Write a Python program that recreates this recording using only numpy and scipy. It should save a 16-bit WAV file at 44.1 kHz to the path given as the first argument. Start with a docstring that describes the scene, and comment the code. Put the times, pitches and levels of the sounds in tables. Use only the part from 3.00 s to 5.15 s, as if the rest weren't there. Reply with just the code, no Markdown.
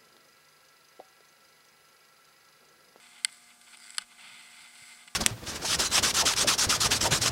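"""Two ski boot buckles snap shut, one after the other: a catch slips, a lever strikes home and rings.
Catch and strap tick under tension; the strap squeaks as it tightens.
The skis scuff, slide and crunch on packed snow, with low thuds as the skier's weight shifts.
Snow, ticks and rattle ring through the plastic case of a nearby camera.
Behind it all: steady hiss and the camera's faint hum."""
import sys
import numpy as np
from scipy import signal
from scipy.fft import rfft, irfft
from scipy.io import wavfile

SR = 44100
rng = np.random.default_rng(int(sys.argv[2]) if len(sys.argv) > 2 else 0)


def dump_mix(stems):
    """Bounce the given channels to the path in sys.argv[1] as a 16-bit WAV at rate SR."""
    frames = np.atleast_2d(stems).T  # one column per channel
    limited = np.clip(frames, -1, 1)  # hard clip at full scale
    pcm = np.round(limited * 32767).astype(np.int16)
    wavfile.write(sys.argv[1], SR, pcm)


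N = 94815

# Hiss spectrum: freq_hz, gain_db
HISS_COLOUR = [(20, -2), (60, -3), (110, -4.5), (170, 5.5), (300, 0.5), (480, -0.5), (800, 0.5), (1050, 1),
               (1500, 7.5), (2100, -8), (3800, 2), (6800, 3), (8500, 7.5), (11500, -4.5), (15500, -6.5)]
# Camera hum partials: pitch_hz, level_db
HUM_PARTIALS = [(119.2, -93.5), (238.3, -75.5), (357.5, -87.5), (596, -86), (715.2, -74), (838, -79.5),
                (1043, -81.5), (1192, -74), (1669, -76)]
# Camera case resonances: freq_hz, gain_db, t60_s
CASE_MODES = [(882, -7, .025), (1285, -6.5, 0.0073), (1496, 2, 0.016), (2058, 2, 0.02), (2560, -4, 0.0049),
              (2983, -2.5, 0.0084), (3490, 2.5, 0.0089), (4180, 0.5, 0.0039), (4780, -0.5, 0.002),
              (6150, -9, 0.013), (7750, 4, 0.0057), (8740, 4, 0.0084), (9920, -1.5, 0.0061),
              (11000, -8.5, 0.0084)]
# Body-borne thuds: centre_s, half_length_s, pitch_hz, level_db
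THUDS = [(.28, 0.02, 170, -71), (1.004, 0.012, 164.3, -62.5), (1.045, 0.032, 33.3, -75),
         (1.313, 0.11, 186.5, -69), (1.623, .025, 165, -71), (1.825, 0.006, 131.7, -59),
         (2.083, 0.017, 159.5, -71)]
# Ski and glove scuffs: centre_s, half_length_s, level_db
SCUFFS = [(.03, 0.048, -58), (.068, 0.0082, -54.5), (0.165, 0.07, -55.5), (0.286, 0.0086, -50.5),
          (0.507, 0.024, -57.5), (.68, 0.013, -55.5), (0.742, .016, -49), (1.019, 0.018, -50),
          (1.117, 0.031, -57), (1.664, 0.011, -56), (1.76, .008, -53.5), (1.913, 0.024, -54),
          (2.013, 0.028, -55.5), (2.082, 0.0059, -49.5)]
# Long ski slide: time_s, level_db
SLIDE_ENVELOPE = [(1.15, -67.5), (1.2, -52), (1.28, -50), (1.38, -52), (1.5, -57), (1.65, -55), (1.72, -63),
                  (1.8, -58.5), (1.97, -65), (2.05, -65.5)]
# Slide and scuff spectrum before the case: freq_hz, gain_db
SLIDE_COLOUR = [(200, 37), (500, 15), (850, 11.5), (1500, 2.5), (2100, 7), (2600, 9.5), (3500, 2),
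                (5000, -5), (8000, -11.5), (15000, -27)]
# Snow crunch under the skis: time_s, level_db
CRUNCH_ENVELOPE = [(0, -60.5), (.2, -62.5), (.34, -57.5), (.45, -60), (.54, -62), (.59, -74), (.63, -62),
                   (.74, -53.5), (.76, -65), (.83, -53.5), (.95, -52), (1.02, -58), (1.05, -68), (1.1, -66),
                   (1.22, -58.5), (1.6, -55), (1.72, -58), (1.79, -51), (1.92, -53), (1.99, -57),
                   (2.15, -63.5)]
# Crunch spectrum before the case: freq_hz, gain_db
CRUNCH_COLOUR = [(200, 40), (850, -20.5), (1500, 3), (2100, 7), (3200, -4), (4700, -0.5), (6500, 1),
                 (8500, -3.5), (11000, -1), (15000, 10)]
# Strap squeak: time_s, pitch_hz, level_db
SQUEAK_PATH = [(.765, 5050, -66), (.79, 4940, -58.5), (0.824, 4790, -58), (0.859, 4520, -65),
               (.88, 4530, -69)]
# Catch and strap ticks: start_s, level_db, treble_db
TICKS = [(0.2785, -32, -6), (0.3215, -26, 3), (0.3267, -30.5, 12), (0.3448, -24, -7), (0.6139, -29.5, 9.5),
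         (0.62, -34.5, 6), (0.7717, -25, 2.5), (.7870, -27, -15), (0.801, -25.5, 3), (.8225, -25, -4),
         (.8415, -21, -10), (0.851, -21.5, -14), (.8640, -24, -7), (0.8696, -21, -8), (0.8785, -19.5, -22),
         (0.8953, -19, -11), (.9047, -16.5, 0.5), (0.9207, -25, -3), (0.9468, -16, -17), (.9707, -27, 11),
         (1.012, -22, 0), (1.0193, -14.5, -14), (1.395, -22.5, -23), (1.7535, -22, -18), (2.0763, -20, -8)]
# Tick spectrum before the case: freq_hz, gain_db
TICK_COLOUR = [(500, 1), (1500, 5.5), (2200, 2), (3200, -1.5), (4600, -1.5), (6500, -0.5), (8500, 0),
               (11000, -2), (15000, -5)]
# Ringing modes of two buckles, with a level for each snap: freq_hz, t60_s, first_snap_db, second_snap_db
BUCKLE_MODES = [(610, 0.018, -23.0, -6.4), (860, 0.0801, -2.5, -1.4), (1240, 0.0319, -6.3, 8.2),
                (1510, 0.0217, 11.3, 11.3), (1850, 0.0023, 0.9, 3.4), (2090, 0.0255, 19.0, 2.8),
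                (2590, 0.0241, 6.7, -1.9), (2860, 0.0349, 6.1, 9.8), (3110, 0.0114, 12.4, 8.7),
                (3600, 0.0121, 10.2, 8.0), (4170, 0.0186, 11.9, 7.8), (4580, 0.0058, 13.9, 10.7),
                (5320, 0.0496, -1.4, -1.6), (6160, 0.015, 1.0, 2.6), (7810, 0.0073, 13.8, 6.2),
                (8640, 0.0074, 15.8, 7.3), (9820, 0.0082, 10.4, 6.7), (11150, 0.0119, -4.6, -5.9),
                (13490, 0.004, -6.0, -21.3), (14890, 0.0078, -18.0, -13.6)]
# Snaps, one per buckle: strike_s, slip_db, shake_db, rebound_delay_s, rebound_db
SNAPS = [(.2476, -15, -14, .00438, -12), (.98234, -11, -10, .00604, -14)]

HIT_SAMPLES = 4096


def amp(db):
    """Decibels to gain."""
    return 10 ** (np.asarray(db) / 20)


def unit_rms(x):
    """Scale to rms 1."""
    return x / np.sqrt(np.mean(x ** 2) + 1e-20)


def clock(size=N):
    """Sample times in seconds."""
    return np.arange(size) / SR


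def envelope(points):
    """Gain over time from (time_s, level_db) points."""
    return amp(np.interp(clock(), *np.transpose(points)))


def add(mix, start_s, sound):
    """Mix a sound in at start_s."""
    part = mix[round(start_s * SR):][:len(sound)]
    part += sound[:len(part)]


def coloured(x, points):
    """Filter by (freq_hz, gain_db) points."""
    hz, db = np.transpose(points)
    bins_hz = np.fft.rfftfreq(len(x), 1 / SR)
    gain = amp(np.interp(np.log(bins_hz + 1), np.log(hz), db))
    return irfft(rfft(x) * gain, len(x))


def cut(x, hz, kind="low", order=2):
    """Butterworth low-pass or high-pass."""
    return signal.sosfilt(signal.butter(order, hz, kind, fs=SR, output="sos"), x)


def treble_shelf(x, treble_db):
    """First-order treble boost or cut."""
    return x + (amp(treble_db) - 1) * cut(x, 5700, "high", order=1)


def drift(hz):
    """Random motion below hz, rms 1."""
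    rolloff = 1 + (np.fft.rfftfreq(N, 1 / SR) / hz) ** 4
    return unit_rms(irfft(rfft(rng.standard_normal(N)) / rolloff, N))


def mode(hz, t60_s, rise_s):
    """Decaying ring, gain 1 at its pitch."""
    t = clock(HIT_SAMPLES)
    fade = (1 - np.exp(-(t / rise_s) ** 2)) * amp(-60 * t / t60_s)
    return 2 * fade / fade.sum() * np.sin(2 * np.pi * hz * t)


def burst(shape):
    """Shaped noise, energy 1."""
    x = shape * rng.standard_normal(len(shape))
    return x / np.linalg.norm(x)


def camera_case(x, leak_db=-32.5):
    """Sound passes the ringing case walls; a little leaks straight in."""
    ring = sum((-1) ** k * amp(db) * mode(hz, t60_s, rise_s=0.000084)
               for k, (hz, db, t60_s) in enumerate(CASE_MODES))
    inside = signal.fftconvolve(x, ring)[:N] + amp(leak_db) * x
    return cut(inside, 650, "high", order=3)


def hiss(level_db=-62, edge_hz=15370):
    """Steady coloured noise with a steep top edge."""
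    noise = coloured(rng.standard_normal(N), HISS_COLOUR)
    return amp(level_db) * unit_rms(cut(noise, edge_hz, order=24))


def camera_hum(waver=0.05):
    """Thin hum; each partial wavers in level."""
    out = np.zeros(N)
    for hz, db in HUM_PARTIALS:
        gain = np.sqrt(2) * amp(db) * (1 + waver * drift(hz=3.9))
        out += gain * np.sin(2 * np.pi * (hz * clock() + rng.random()))
    return out


def thuds(pitch_spread=0.19):
    """Weight shifts, carried through the body to the camera as soft low thuds."""
    t, out = clock(), np.zeros(N)
    for centre_s, half_s, hz, db in THUDS:
        cycles = np.cumsum(hz * (1 + pitch_spread * drift(hz / 2))) / SR
        swell = amp(db) * np.exp(-((t - centre_s) / half_s) ** 2)
        out += swell * np.sin(2 * np.pi * cycles)
    return out


def snow(colour, grain_share, grains_per_s=2000, spread_db=3, flutter_db=1):
    """Crystals of uneven size break amid fine rubbing noise; heard through the case, rms 1."""
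    sizes = amp(spread_db * np.minimum(rng.exponential(1, N), 4))
    grains = sizes * rng.choice([-1, 1], N) * (rng.random(N) < grains_per_s / SR)
    rubbing = rng.standard_normal(N)
    drive = np.sqrt(grain_share) * unit_rms(grains) + np.sqrt(1 - grain_share) * rubbing
    flutter = amp(flutter_db * drift(hz=44.5))
    return unit_rms(camera_case(coloured(drive * flutter, colour)))


def ski_slide():
    """Dull friction: short scuffs and one long slide, summed in power."""
    scuff_power = sum((amp(db) * np.exp(-((clock() - centre_s) / half_s) ** 2)) ** 2
                      for centre_s, half_s, db in SCUFFS)
    gain = np.sqrt(envelope(SLIDE_ENVELOPE) ** 2 + scuff_power)
    return gain * snow(SLIDE_COLOUR, grain_share=0.27)


def snow_crunch():
    """Snow gives under the skis: brighter and grainier than the slide."""
    return envelope(CRUNCH_ENVELOPE) * snow(CRUNCH_COLOUR, grain_share=0.55)


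def strap_squeak(pitch_spread=0.0284):
    """Stick-slip of the tightening strap: a rough, slowly falling whistle."""
    t = clock()
    time_s, pitch_hz, level_db = np.transpose(SQUEAK_PATH)
    hz = np.interp(t, time_s, pitch_hz) * (1 + pitch_spread * drift(hz=400))
    gain = amp(np.interp(t, time_s, level_db)) * (t > time_s[0]) * (t < time_s[-1])
    roughness = 1 + 0.5 * drift(hz=150)
    return gain * roughness * np.sin(2 * np.pi * np.cumsum(hz) / SR)


def catch_ticks(t60_s=0.016):
    """Small gritty blows of catch and strap, heard through the case."""
    t, out = clock(HIT_SAMPLES), np.zeros(N)
    blow = 0.5 * signal.unit_impulse(HIT_SAMPLES)
    for start_s, db, treble_db in TICKS:
        grit = burst(amp(-60 * t / t60_s))
        add(out, start_s, amp(db) * treble_shelf(blow + grit, treble_db))
    return camera_case(coloured(out, TICK_COLOUR))


def buckle_snaps(slip_s=0.001, shake_t60_s=0.035, rebound_cutoff_hz=2000):
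    """Each buckle's catch slips; its lever strikes home, rings, rebounds dully and shakes the boot."""
    ringing, rattle = np.zeros((2, N))
    t = clock(HIT_SAMPLES)
    for snap, (strike_s, slip_db, shake_db, delay_s, rebound_db) in enumerate(SNAPS):
        ring = sum((-1) ** k * amp(snap_db[snap]) * mode(hz, t60_s, rise_s=0.00023)
                   for k, (hz, t60_s, *snap_db) in enumerate(BUCKLE_MODES))
        rebound = cut(ring, rebound_cutoff_hz, order=1)
        slip = burst(np.exp(-(t / slip_s) ** 2))
        shake = treble_shelf(burst(amp(-60 * t / shake_t60_s)), treble_db=-5)
        add(ringing, strike_s, ring)
        add(ringing, strike_s + delay_s, amp(rebound_db) * rebound)
        add(rattle, strike_s - slip_s, amp(slip_db) * slip)
        add(rattle, strike_s, amp(shake_db) * shake)
    return cut(ringing, 580, "high", order=4) + camera_case(rattle)


def scene():
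    """All sources at one microphone."""
    boot = buckle_snaps() + catch_ticks() + strap_squeak()
    shuffle = ski_slide() + snow_crunch() + thuds()
    background = hiss() + camera_hum()
    return (boot + shuffle + background)[None]


def record(dry, edge_hz=15700):
    """Band limit: steep low-pass."""
    lowpass = signal.firwin(511, edge_hz, window=("kaiser", 9), fs=SR)
    return signal.oaconvolve(dry, lowpass[None], "same")


dry = scene()
out = record(dry)
dump_mix(out)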